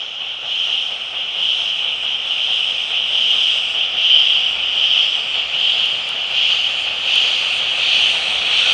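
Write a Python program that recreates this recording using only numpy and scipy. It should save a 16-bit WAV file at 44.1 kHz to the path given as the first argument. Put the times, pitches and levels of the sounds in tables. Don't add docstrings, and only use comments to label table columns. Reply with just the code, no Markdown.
import sys
import numpy as np
from scipy import signal
from scipy.fft import rfft, irfft, next_fast_len
from scipy.io import wavfile
from scipy.ndimage import uniform_filter1d

SR = 44100
rng = np.random.default_rng(int(sys.argv[2]) if len(sys.argv) > 2 else 0)


def invert_db(level):
    return 10 ** (np.asarray(level, dtype=float) / 20)


def unload_wav(signal):
    wavfile.write(
        sys.argv[1],
        SR,
        np.round(np.clip(np.atleast_2d(signal).T, -1, 1) * 32767).astype(np.int16),
    )


N = 384993

# time in seconds, gain over the start in dB.
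APPROACH = [(0, -1.5), (.6, 1), (2.5, 2.5), (4.2, 3.5), (6.6, 4.5), (7.2, 6), (8.73, 8.5)]
JET_BANDS = [
    (2650, 3800),
    (1950, 2650),
    (4200, 6800),
    (7300, 10500),
]
# pitch in Hz, level in dB per Hz.
JET_COLOUR = [(1000, -56), (1700, -28), (2120, -26.5), (2540, -10), (2940, 3), (3240, 0.5), (3720, -13.5),
              (4150, -19), (4700, -23), (6070, -30), (7500, -39), (9400, -47.5), (10500, -57),
              (12100, -78.5), (14000, -120)]
# opening, crest and closing in seconds, core and shoulder level in dB.
STROKES = [(-0.45, -0.2, -0.06, -21.9, -43.2), (0.44, 0.7, 0.76, -20.1, -40.0),
           (1.34, 1.51, 1.68, -18.4, -39.8), (2.22, 2.5, 2.77, -19.1, -39.8),
           (3.07, 3.37, 3.54, -14.9, -35.5), (3.95, 4.15, 4.35, -13.2, -36.6),
           (4.72, 4.98, 5.04, -14.6, -35.7), (5.52, 5.72, 5.83, -15.6, -37.7),
           (6.3, 6.42, 6.59, -14.8, -35.1), (7.05, 7.1, 7.35, -14.2, -32.2),
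           (7.76, 7.94, 8.06, -14.9, -31.9), (8.48, 8.67, 8.75, -14.8, -30.9)]
# crest in seconds, core level in dB.
SPURTS = [(0.28, -27.0), (1.22, -25.1), (1.87, -23.4), (2.1, -21.3), (2.97, -20.1), (3.82, -20.0),
          (4.63, -21.4), (5.4, -20.7), (6.17, -22.9), (6.89, -22.8), (7.63, -20.2), (8.35, -20.7)]
# opening, full flow and shutting in seconds,
# fizz level in dB, level of the spit at the end in dB.
LEAKS = [(0.44, 0.7, 1.12, -57.3, -75.0), (1.3, 1.56, 2.06, -54.4, -57.4), (2.18, 2.62, 2.92, -53.2, -52.9),
         (3.02, 3.49, 3.73, -50.1, -51.6), (3.95, 4.31, 4.54, -55.2, -54.7),
         (4.61, 5.14, 5.33, -53.8, -59.9), (5.53, 5.7, 6.1, -52.2, -62), (6.23, 6.55, 6.84, -51.5, -52.5),
         (6.97, 7.43, 7.58, -47.1, -44.1), (7.67, 8.14, 8.33, -43.9, -51.4),
         (8.37, 8.74, 8.8, -43.3, -58.5)]
# pitch in Hz, width in Hz.
FLANKS = [(2580, 150), (3850, 380)]
# time in seconds, share of the far-side jet 0-1, ground echo strength 0-1,
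# pitch in Hz below which the boiler shades the far side.
GROUND = [(0, .05, .77, 9000), (4.6, .05, .85, 9000), (5.3, .08, .72, 9000), (5.42, .9, .7, 9000),
          (7.1, .93, .8, 6500), (7.6, .97, .8, 5200), (8.73, 1, .68, 4000)]
# time in seconds, near-side and far-side jet in Hz.
NOTCH_SPACING = [(0, 2910, 2800), (3, 2790, 2650), (4.6, 2645, 2550), (7, 2570, 2420), (8.73, 2480, 2245)]
# lateness in seconds, strength in dB, brightness in dB.
TURN_BEATS = [(-0.0056, -37.5, -0.5), (-.01, -38.5, -2), (0, -38, 0), (0, -39.5, -2)]
# pitch in Hz, level in dB per Hz.
BLAST_COLOUR = [(15, -53.5), (25, -26), (53, -18), (75, -15.5), (182, -15), (328, -17), (516, -5.5),
                (600, -6), (753, -2), (1020, -11), (1260, -5), (1460, -7), (1670, -12.5), (2090, -11.5),
                (2300, -8), (2990, -27.5), (5060, -120)]
# time in seconds, pitch in Hz, level in dB.
FIREBOX_DRONE = [(0, 50, -64), (1.53, 47, -66), (2.14, 47.5, -58), (2.33, 47, -70), (2.75, 48.5, -59),
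                 (3.2, 48, -57), (3.5, 48, -67), (3.88, 48.5, -57), (4.1, 48, -69), (4.62, 51.9, -50),
                 (5.13, 51.2, -64), (5.4, 50.7, -54), (5.91, 50.8, -62), (6.95, 54.3, -57),
                 (7.5, 54.5, -63), (7.95, 55.4, -56), (8.73, 56.3, -59)]
# time in seconds, pitch in Hz, level in dB.
FLUE_NOTE = [(1.7, 237, -64), (2, 235.6, -57), (2.6, 231, -66.5), (3.1, 224.4, -55), (3.6, 224, -69.5),
             (4.4, 230.5, -60), (4.8, 227, -80)]
# time in seconds, peak in dB, lower part against the peak in dB.
TICKS = [(3.3505, -35, -8), (3.4256, -36, -8), (5.8556, -31, 4), (6.0888, -26, 7), (7.1552, -21, 5)]
# time in seconds, pitch in Hz, level in dB.
FLUE_MOAN = [(6.7, 190, -70), (6.9, 188, -59), (7.3, 172, -61), (7.7, 172, -61), (8.1, 183, -57),
             (8.73, 180, -56)]
# time in seconds, pitch in Hz, level in dB.
LEAK_WHISTLE = [(8.58, 1470, -68), (8.61, 1480, -38), (8.67, 1450, -32), (8.73, 1410, -42.5)]


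def evened(x):
    return x / np.sqrt(np.mean(x ** 2) + 1e-20)


def read(points, hz):
    f, value = np.transpose(points)
    return np.interp(np.log(hz + 1), np.log(f + 1), value)


def follow(rows, t):
    s, *columns = np.transpose(rows)
    return [np.interp(t, s, c) for c in columns]


def nearing(t):
    return follow(APPROACH, t)[0]


def coloured(gain_at):
    hz = np.fft.rfftfreq(N, 1 / SR)
    return evened(irfft(rfft(rng.standard_normal(N)) * gain_at(hz), N))


def resonate(x, hz, width):
    turn = np.exp(2j * np.pi * np.cumsum(hz) / SR)
    r = np.exp(-np.pi * width / SR)
    return 2 * (turn * signal.lfilter([1 - r], [1, -r], x / turn)).real


def whistle(rows, width):
    t = np.arange(N) / SR
    hz, db = follow(rows, t)
    tone = resonate(resonate(rng.standard_normal(N), hz, width), hz, width)
    return invert_db(db) * evened(tone) * (t >= rows[0][0])


def swell(t, opens, crest, closes, db, start_db, sag, fall, open_s=.143):
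    shape_db = start_db * np.clip((crest - t) / max(crest - opens, .02), 0, 1)
    shape_db = shape_db - sag * np.clip(t - crest, 0, None)
    shape_db = shape_db - fall * np.clip(t - closes, 0, None)
    opening = np.clip((t - opens) / open_s + .5, 0, 1) ** 2
    return opening * invert_db(2 * (db + shape_db))


def leak(t, opens, full, shuts, db, spit_db, spit_s=.021):
    spit = invert_db(2 * spit_db) * np.exp(-((t - shuts + spit_s) / spit_s) ** 2)
    return swell(t, opens, full, shuts, db, -6.9, 11.9, 90, open_s=.174) + spit


def valves(t):
    near_db = nearing(t)
    # level in dB, dB gained per dB of nearing
    seep = (-31, 1.4), (-38.5, 1.3), (-48.3, 1.5), (-64.5, 1.5)
    core, skirt, shoulder, fizz = (invert_db(2 * (db + k * near_db)) for db, k in seep)
    main = sum(swell(t, *s, db, -3.2, 15.3, 26.8) for *s, db, _ in STROKES)
    wide = sum(swell(t, *s, db, -4.25, 2.1, 30.2) for *s, _, db in STROKES)
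    spurts = sum(invert_db(2 * db) * np.exp(-((t - s) / .07) ** 2) for s, db in SPURTS)
    leaks = sum(leak(t, *row) for row in LEAKS)
    skirt = skirt + main ** .45 * invert_db(2 * (-29 + 1.45 * near_db)) + spurts * invert_db(2 * -11.5)
    shoulder = shoulder + wide + spurts * invert_db(2 * -25.1)
    return 10 * np.log10([core + main + spurts, skirt, shoulder, fizz + leaks])


def jet_levels(t, hz, colour):
    core_db, skirt_db, shoulder_db, fizz_db = valves(t)
    skirt_db, shoulder_db, fizz_db = skirt_db - core_db, shoulder_db - core_db, fizz_db - core_db
    held_db = [10 * np.log10(np.sum(colour[(hz > lo) & (hz < hi)] ** 2)) for lo, hi in JET_BANDS]
    f = hz[:, None]
    lower = np.clip((2800 - f) / 400, 0, 1)
    upper = np.clip((f - 3850) / 550, 0, 1)
    top = np.clip((f - 6600) / 900, 0, 1)
    level_db = core_db - held_db[0] + (upper - top) * (shoulder_db + held_db[0] - held_db[2])
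    level_db += top * (fizz_db + held_db[0] - held_db[3])
    level_db += lower * (skirt_db + held_db[0] - held_db[1])
    thinning = np.clip((3750 - f) / 450, 0, 1) * np.clip((f - 2150) / 300, -.8, 1)
    sing = np.exp(-((f - 3150) / 190) ** 2) - .5 * thinning
    level_db += .5 * np.clip(-skirt_db - 8, 0, None) * sing
    flanks = sum(np.exp(-((f - centre) / width) ** 2) for centre, width in FLANKS)
    level_db += .6 * np.clip(nearing(t) - 3.5, 0, None) * flanks
    return level_db


def comb(hz, spacing, turns, echo):
    ripple = np.cos(2 * np.pi * (hz / spacing - turns))
    return (1 - 2 * echo * ripple / (1 + echo ** 2)) ** .5


def ground_echo(t, hz):
    near_turns, far_turns = .59, .25
    f = hz[:, None]
    share, echo, shade_hz = follow(GROUND, t)
    share = share * np.clip(f / shade_hz, 0, 1)
    near_hz, far_hz = follow(NOTCH_SPACING, t)
    near = comb(f, near_hz, near_turns, echo)
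    far = comb(f, far_hz, far_turns, echo)
    turn = 2 * np.pi * (f / near_hz - near_turns)
    lean = np.sin(turn) + .7 * np.sin(2 * turn - .9)
    near = near * invert_db(1.8 * lean * (f > 3500))
    return (1 - share) * near + share * far


def drain_cock_jets(patchy_db=1.0, flicker_db=0.27):
    frames = N // 128 + 5
    hz = np.fft.rfftfreq(512, 1 / SR)
    t = np.arange(frames) * 128 / SR
    colour = invert_db(read(JET_COLOUR, hz))
    level_db = jet_levels(t, hz, colour)
    a, b, patches = rng.standard_normal((frames, len(hz), 3)).T
    patches = uniform_filter1d(patches, size=7, axis=0)
    patches = evened(uniform_filter1d(patches, size=24, axis=1))
    flicker = evened(uniform_filter1d(rng.standard_normal(frames), size=6))
    gain = invert_db(level_db + patchy_db * patches + flicker_db * flicker)
    z = (a + 1j * b) * colour[:, None] * np.sqrt(ground_echo(t, hz)) * gain
    return invert_db(1.5) * signal.istft(z, nperseg=512, noverlap=384)[1][:N]


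def chuffs(first_s=.19, beats_per_s=4.19, speedup=.1817, scatter_db=.4):
    k = np.arange(43)
    late, db, bright_db = np.array(TURN_BEATS)[k % len(TURN_BEATS)].T
    s = first_s + late + (np.sqrt(beats_per_s ** 2 + 2 * speedup * k) - beats_per_s) / speedup
    scatter = scatter_db * rng.standard_normal(len(k))
    return s, db + .42 * nearing(s) + scatter, bright_db


def blast(lo, hi):
    return coloured(lambda hz: invert_db(read(BLAST_COLOUR, hz)) * (hz >= lo) * (hz < hi))


def chimney(rise=0.0056, t60=0.54, echo_s=0.035, echo_db=-11.0):
    t = np.arange(N) / SR
    age = t[:SR]
    puff = (1 - np.exp(-age / rise)) ** 2 * invert_db(-60 * age / t60)
    s, db, bright_db = chuffs()
    beats = np.zeros((2, N))
    beats[:, (s * SR).astype(int)] = invert_db([db - bright_db / 2, db + bright_db / 2])
    beats[:, 0] = invert_db(-41.0)
    power = signal.oaconvolve(beats ** 2, puff[None] ** 2, axes=1)[:, :N]
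    late = round(echo_s * SR)
    power[:, late:] += invert_db(2 * echo_db) * power[:, :-late]
    roar_db = -40.2 + 1.1 * nearing(t)
    heave = np.sqrt(abs(power) + invert_db(2 * (roar_db - 4.5)))
    deep = np.sqrt(invert_db(-31.5) * abs(power[0]) + invert_db(2 * (roar_db - 14 - 2.0)))
    low, body, edge = blast(0, 350), blast(350, 1000), blast(1000, 2600)
    return deep * low + invert_db(-1.0) * heave[0] * body + heave[1] * edge


def firebox_drone():
    hz, db = follow(FIREBOX_DRONE, np.arange(N) / SR)
    waver = evened(uniform_filter1d(rng.standard_normal(N), size=4000))
    return invert_db(db) * np.sqrt(2) * np.sin(2 * np.pi * np.cumsum(hz + .8 * waver) / SR)


def flue_note():
    return whistle(FLUE_NOTE, 10.0)


def high_ticks():
    out = np.zeros(N)
    age = np.arange(64) / SR
    for s, db, lower_db in TICKS:
        high = np.sin(2 * np.pi * 9800 * age) * np.exp(-((age - .0003) / .0002) ** 2)
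        lower = np.sin(2 * np.pi * 5600 * age) * np.exp(-((age - .0003) / .00013) ** 2)
        out[round(s * SR) + 55:][:64] += invert_db(db) * (high + invert_db(lower_db) * lower)
    return out


def flue_moan():
    return whistle(FLUE_MOAN, 22.0)


def leak_whistle():
    return whistle(LEAK_WHISTLE, 100.0)


def scene():
    steam = drain_cock_jets() + chimney()
    tones = firebox_drone() + flue_note() + flue_moan() + leak_whistle()
    return (steam + tones + high_ticks())[None]


def low_pass(x):
    return signal.sosfilt(signal.butter(12, 12110, fs=SR, output="sos"), x)


def record(dry):
    height = abs(signal.hilbert(dry, next_fast_len(N))[:, :N])
    height = uniform_filter1d(height, size=31)
    held = dry / (1 + (height / .74) ** 8) ** .125
    thin = signal.lfilter(*signal.butter(1, 30, "high", fs=SR), held)
    band_limit = signal.firwin(101, 11900, window=("kaiser", 9), fs=SR)
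    return low_pass(signal.oaconvolve(thin, band_limit[None], "same"))


dry = scene()
out = record(dry)
unload_wav(out)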